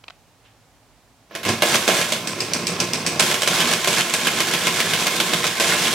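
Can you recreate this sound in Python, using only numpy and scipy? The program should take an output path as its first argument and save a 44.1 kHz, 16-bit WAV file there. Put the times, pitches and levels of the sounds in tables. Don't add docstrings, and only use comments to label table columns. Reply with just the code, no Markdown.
import sys
import numpy as np
from scipy import signal
from scipy.fft import rfft, irfft
from scipy.io import wavfile

SR = 44100
rng = np.random.default_rng(int(sys.argv[2]) if len(sys.argv) > 2 else 0)


def int16_out(signal):
    q = np.round(np.clip(np.atleast_2d(signal).T, -1, 1) * 32767)
    wavfile.write(sys.argv[1], SR, q.astype(np.int16))


N = 261954
TIME = np.arange(N) / SR
TURN_S, TURN_START_S = .1325, 4.139
MOTOR_ON_S, GEARS_ON_S = 1.288, 1.43

# t/s, relative level/dB
MOTOR_SURGE = [(1.43, -65), (1.465, -34), (1.505, -30.5), (1.58, -44.5), (1.7, -50), (5.94, -55)]
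# clutch in t/s, clutch out t/s, slam level/dB, its thud/dB,
# its snap/dB, its chatter decay/s, stroke level/dB, latch lead/s, gear rattle/dB, frame shake/dB
GEAR_RUNS = [(1.622, 1.755, -1.5, 8.5, -6, 0.021, -3, .011, -21.5, -27),
             (1.878, 2.014, -3.5, 12, 0, 0.059, -8, 0.025, -22.5, -29),
             (3.197, 3.342, -2, 2.5, 1, 0.063, -7.5, .028, -24, -28.5),
             (3.475, 3.735, -3, 0, 1.5, 0.011, -8, .021, -22, -25.5),
             (3.874, 4.008, -4.5, 6, 3, 0.046, -8, .024, -23, -29),
             (4.138, 5.467, -4, 5, 6, 0.0089, -6.5, .025, -25.5, -31),
             (5.599, 6.005, -5.5, 4.5, 0, 0.091, -11.5, .025, -22, -29)]
# t/s, relative level/dB, main ring f/Hz
PAWL_DROPS = [(2.273, -8.5, 5160), (2.405, -7.5, 5060), (2.535, -5.5, 5530), (2.669, -5, 4770),
              (2.8018, -4, 5540), (2.9342, -6, 5070), (3.064, -3.5, 5630), (3.195, -4.5, 5400)]


def amp(db):
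    return 10 ** (np.asarray(db) / 20)


def unit_rms(x):
    return x / np.sqrt(np.mean(x ** 2) + 1e-20)


def at_frequency(points, hz):
    f, value = np.transpose(points)
    return np.interp(np.log(hz + 1), np.log(f + 1), value)


def envelope(curve):
    s, db = np.transpose(curve)
    return amp(np.interp(TIME, s, db, left=-120))


def held(start, stop, rise_s, fall_s):
    return (1 - np.exp(-np.maximum(TIME - start, 0) / rise_s)) * np.exp(-np.maximum(TIME - stop, 0) / fall_s)


def swell(depth_db, peak_turn):
    return amp(depth_db * np.cos(np.pi * ((TIME - TURN_START_S) / TURN_S - peak_turn)) ** 8)


def power_sum(parts):
    return np.sqrt(sum(part ** 2 for part in parts))


def add(mix, s, sound):
    part = mix[:, max(round(s * SR), 0):][:, :sound.shape[1]]
    part += sound[:, :part.shape[1]]


def colour(x, spectrum, modes=(), size=8192):
    hz = abs(np.fft.fftfreq(size, 1 / SR))
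    peaks_db = sum(peak / (1 + (2 * (hz - f) / width) ** 2) for f, width, peak in modes)
    log_gain = np.log(amp(at_frequency(spectrum, hz) + peaks_db))
    response = np.fft.ifft(np.exp(np.conj(signal.hilbert(log_gain)))).real[:size // 2]
    return signal.fftconvolve(x, response[None] / np.linalg.norm(response), axes=1)[:, :x.shape[1]]


def contacts(per_s, spread_db, size):
    force = amp(spread_db * np.minimum(rng.exponential(1, size), 4)) * rng.choice([-1, 1], size)
    return force * (rng.random(size) < per_s / SR)


def clatter(per_s, spread_db, decay_s, size):
    energy = signal.lfilter([1], [1, -np.exp(-2 / (decay_s * SR))], contacts(per_s, spread_db, size) ** 2)
    return unit_rms(np.sqrt(energy) * rng.standard_normal((2, size)))


def strike(decay_s, bounce_s, bounce_db, size=8192):
    t = TIME[:size]
    rebound = amp(bounce_db) * (t > bounce_s) * np.exp(-abs(t - bounce_s) / decay_s)
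    return (np.exp(-t / decay_s) + rebound) * rng.standard_normal((2, size))


def air(gain_db=-55.5):
    # f/Hz, relative level/dB
    spectrum = [(15, -14), (25, -30), (49, 0.5), (72, -11), (104, 0.5), (135, -6), (223, -10), (263, -4.5),
                (326, -13), (754, -10.5), (1440, -17.5), (7000, -25), (16000, -35.5)]
    return amp(gain_db) * colour(rng.standard_normal((2, N)), spectrum)


def key(gain_db=-4, slide_db=-2, decay_s=0.0019, size=2048):
    # t/s, relative level/dB
    clicks = [(0.038, -39), (0.041, -30.5), (0.0817, -21.5), (0.085, -26), (.100, -30), (0.105, -25)]
    # t/s, relative level/dB
    slide = [(.43, -80), (.455, -50.5), (.49, -57), (.55, -69), (.6, -90)]
    # f/Hz, relative level/dB
    spectrum = [(100, -23), (700, -5.5), (1800, -3.5), (3100, -1), (4200, -7.5), (5500, -16), (9000, -33),
                (16000, -50)]
    out = amp(slide_db) * envelope(slide) * rng.standard_normal((2, N))
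    for s, db in clicks:
        add(out, s, amp(db + gain_db) * rng.standard_normal((2, size)) * np.exp(-TIME[:size] / decay_s))
    return colour(out, spectrum)


def shake_level(idle_db=-36, travel_db=-27, surge_db=10, travel_lead_s=0.2, fall_s=0.048):
    idle = amp(idle_db) * held(MOTOR_ON_S, TIME[-1], rise_s=0.08, fall_s=fall_s)
    travel_start, travel_stop = PAWL_DROPS[0][0] - travel_lead_s, PAWL_DROPS[-1][0]
    travel = amp(travel_db) * held(travel_start, travel_stop, rise_s=0.29, fall_s=fall_s)
    runs = [amp(db) * held(start, stop, rise_s=0.016, fall_s=fall_s) for start, stop, *_, db in GEAR_RUNS]
    return power_sum([idle, travel, amp(surge_db) * envelope(MOTOR_SURGE)] + runs)


def drive(gain_db=-3, hum_db=-2, hum_hz=102):
    # f/Hz, relative level/dB
    spectrum = [(25, -39), (65, -18.5), (100, -3.5), (145, -1), (350, -3.5), (650, -8), (1100, -10.5),
                (2500, -12.5), (6000, -12.5), (16000, -86)]
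    # f/Hz, bandwidth/Hz, peak/dB
    whirr = [(117, 23, 3), (177, 24, 2), (1054, 194, 5.5), (2540, 450, 7)]
    load = unit_rms(swell(depth_db=3.5, peak_turn=0.029))
    knocks = clatter(per_s=1000, spread_db=2.5, decay_s=0.0043, size=N) * load
    frame = colour(knocks * shake_level(), spectrum, whirr)
    hum = envelope(MOTOR_SURGE) * np.sqrt(2) * np.sin(2 * np.pi * hum_hz * TIME)
    return amp(gain_db) * frame + amp(hum_db) * np.array([hum, np.zeros(N)])


def lever_blows(slam_ring_hz=2270, ring_scatter=.16):
    # t/s, relative level/dB, thud/dB, snap/dB, ring f/Hz, chatter decay/s
    controls = [(1.310, -32.5, 11, -34, 1730, 0.079), (1.351, -16, 6.5, -3, 1600, .034),
                (1.432, -18.5, -12, -8, 2400, 0.041), (1.451, -12.5, 5, -2, 2200, 0.039),
                (1.49, -11, 5, 11, 2500, 0.013), (2.122, -6.5, 6, 2, 3400, 0.017),
                (3.420, -6, 7.5, 3, 2800, 0.0088), (3.432, -10, 7, 3, 2200, 0.0068),
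                (3.845, -7, 1, -2, 2340, 0.0042), (4.097, -12.5, -5, 3, 2300, .006),
                (5.570, -17, -8, -2, 2200, .006)]
    # level re its strokes/dB, thud/dB, snap/dB, ring f/Hz, chatter decay/s
    stroke = (1.5, 0, -4, 2900, 0.02)
    latch = (-2, 4.5, -4, 2100, 0)
    end_stop = (0, 0.5, 3.5, 2700, -0.02)
    blows = list(controls)
    for start, stop, slam_db, thud_db, snap_db, chatter_s, stroke_db, latch_lead_s, _, _ in GEAR_RUNS:
        blows.append((start, slam_db, thud_db, snap_db, slam_ring_hz, chatter_s))
        turns = np.linspace(start, stop, round((stop - start) / TURN_S) + 1)
        strikes = [(s, stroke) for s in turns[1:-1]] + [(stop - latch_lead_s, latch), (stop, end_stop)]
        for s, (db, thud_db, snap_db, ring_hz, chatter_s) in strikes:
            detune = np.exp(ring_scatter * rng.standard_normal())
            blows.append((s, stroke_db + db, thud_db, snap_db, ring_hz * detune, chatter_s))
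    return blows


def levers(gain_db=-7, chatter_db=-7, thud_hz=600, snap_hz=7500, size=8192):
    # f/Hz, relative level/dB
    spectrum = [(40, -45), (150, -8), (500, -5), (900, -3), (1800, -2), (3300, 3), (4400, -0.5),
                (5800, -1.5), (8000, -4), (12000, -10.5), (16000, -22.5)]
    out = np.zeros((2, N))
    for s, db, thud_db, snap_db, ring_hz, chatter_s in lever_blows():
        hit = strike(decay_s=.006, bounce_s=.01 * rng.uniform(.8, 1.2), bounce_db=-8)
        fade = np.exp(-TIME[:size] / max(chatter_s, .002))
        chatter = clatter(per_s=900, spread_db=0.67, decay_s=0.0019, size=size) * fade
        # f/Hz, bandwidth/Hz, peak/dB
        modes = [(thud_hz, 500, thud_db), (ring_hz, 900, 4), (snap_hz, 8000, snap_db)]
        add(out, s, amp(db + gain_db) * colour(hit + amp(chatter_db) * chatter, spectrum, modes))
    return out


def rattle_level(idle_db=-38, shift_db=-28.5, surge_db=4, build_db=4, shift_turns=1.13):
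    rise_s, fall_s = .012, .028
    parts = [amp(idle_db) * held(GEARS_ON_S, TIME[-1], rise_s, fall_s),
             amp(surge_db) * envelope(MOTOR_SURGE)]
    for start, stop, *_, rattle_db, _ in GEAR_RUNS:
        turn = (TIME - start) / TURN_S % 1
        parts.append(amp(rattle_db + build_db * (turn - .5)) * held(start, stop, rise_s, fall_s))
        parts.append(amp(shift_db) * held(stop, stop + shift_turns * TURN_S, rise_s, fall_s))
    return power_sum(parts)


def gears(gain_db=0.5, tooth_depth=0.11, teeth=15):
    # f/Hz, relative level/dB
    spectrum = [(60, -50), (300, -4), (600, -6), (900, -1), (1800, -1.5), (3500, 2.5), (4400, -0.5),
                (5700, -1.5), (8200, -4), (12000, -12.5), (16000, -22.5)]
    meshing = 1 + tooth_depth * np.cos(2 * np.pi * teeth * TIME / TURN_S)
    load = unit_rms(meshing * swell(depth_db=0.5, peak_turn=0.71))
    ticks = clatter(per_s=1300, spread_db=1.0, decay_s=0.0064, size=N)
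    return amp(gain_db) * colour(ticks * load * rattle_level(), spectrum)


def links(gain_db=-7, low_hz=1450, high_hz=3700, ring_s=0.0045, count=16, size=2048):
    t, out = TIME[:size], np.zeros((2, N))
    for hz in np.geomspace(low_hz, high_hz, count):
        ring = np.exp(-t / ring_s) * np.sin(2 * np.pi * (hz * t + rng.random((2, 1))))
        knocks = contacts(per_s=14, spread_db=2.4, size=N)
        out += signal.oaconvolve(knocks[None], ring, axes=1)[:, :N]
    load = unit_rms(swell(depth_db=6.5, peak_turn=0.026))
    return amp(gain_db) * unit_rms(out) * load * rattle_level()


def spring(s=1.432, db=-44, hz=13950, decay_s=.03, size=8192):
    out, t = np.zeros((2, N)), TIME[:size]
    add(out, s, amp(db) * np.exp(-t / decay_s) * np.sin(2 * np.pi * (hz * t + rng.random((2, 1)))))
    return out


def carriage(gain_db=-7, ring_width_hz=1300, ring_db=9, chatter_db=-11, chatter_s=0.046, size=8192):
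    # f/Hz, relative level/dB
    spectrum = [(100, -5), (1000, -7), (2400, 13), (3500, 8.5), (5500, 13.5), (7200, 6.5), (10000, 0.5),
                (16000, -11)]
    # f/Hz, bandwidth/Hz, peak/dB
    modes = [(2420, 310, 4), (8240, 1000, 9)]
    out, fade = np.zeros((2, N)), np.exp(-TIME[:size] / chatter_s)
    for s, db, hz in PAWL_DROPS:
        hit = strike(decay_s=.0036, bounce_s=.0095 * rng.uniform(.85, 1.15), bounce_db=-12)
        ring = colour(hit, spectrum, modes + [(hz, ring_width_hz, ring_db)])
        chatter = clatter(per_s=1100, spread_db=1.2, decay_s=0.0016, size=size) * fade
        add(out, s, amp(db + gain_db) * (ring + amp(chatter_db) * colour(chatter, spectrum, modes)))
    return out


def room(x, delay_s=0.005, count=3):
    # f/Hz, T60/s
    t60 = [(150, 0.32), (600, 0.44), (3500, 0.38), (9000, 0.31), (16000, 0.98)]
    out = np.zeros((2, N))
    for k in range(count):
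        hz, t, noise = signal.stft(rng.standard_normal((2, SR // 2)), SR, nperseg=256)
        decay = amp(-60 * t / at_frequency(t60, hz)[:, None])
        tail = signal.istft(noise * decay, SR, nperseg=256)[1]
        tail *= np.clip(TIME[:tail.shape[1]] / delay_s - 1, 0, 1)
        share = np.sqrt(2 / count) * np.cos(np.pi * (TIME / (2 * TURN_S) + k / count))
        out += signal.fftconvolve(x * share, tail / np.linalg.norm(tail[0]), axes=1)[:, :N]
    return out


def metal_case(x):
    # f/Hz, bandwidth/Hz, peak/dB
    modes = [(174, 38, 8), (232, 38, 8), (285, 9.8, -4), (352.3, 68, 9), (475, 48, 8), (585.6, 23, 5.5),
             (624, 92, 5), (711, 120, 5), (903, 25, 0), (1041.5, 51, 7.5), (1092, 38, 3), (1252, 22, -12.5),
             (1300, 200, 4), (1520, 66, 2.5), (1557, 47, 3), (1684, 47, 7.5), (2150, 117, 6), (2500, 26, 3),
             (3320, 180, 1)]
    return colour(x, [(20, 0), (20000, 0)], modes)


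def scene(blow_room_db=-4, pawl_room_db=-5.5, run_room_db=-7, key_room_db=-17, left_db=-2, right_db=0.1):
    # f/Hz, side gain/dB
    width = [(60, 0), (110, -40), (200, -51), (380, -17), (700, -14), (1290, -9.5), (2380, -6), (4400, -4),
             (8120, -2), (15000, 0.5)]
    blows, pawl = levers() + spring(), carriage()
    running, keys = gears() + links() + drive(), key()
    direct = np.array([[1], [amp(-2)]])
    works = direct * (blows + running) + room(amp(blow_room_db) * blows + amp(run_room_db) * running)
    outside = direct * (pawl + keys) + room(amp(pawl_room_db) * pawl + amp(key_room_db) * keys)
    mid, side = metal_case(works) + outside + air()
    side_gain = amp(at_frequency(width, np.fft.rfftfreq(N, 1 / SR)))
    side = irfft(rfft(side) * side_gain, N)
    return np.array([amp(left_db) * (mid + side), amp(right_db) * (mid - side)])


def record(dry, low_cut_hz=32, high_cut_hz=16000):
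    heard = signal.sosfilt(signal.butter(2, low_cut_hz, "high", fs=SR, output="sos"), dry)
    lowpass = signal.firwin(511, high_cut_hz, window=("kaiser", 9), fs=SR)
    return signal.oaconvolve(np.clip(heard, -1, 1), lowpass[None], "same", axes=1)


dry = scene()
out = record(dry)
int16_out(out)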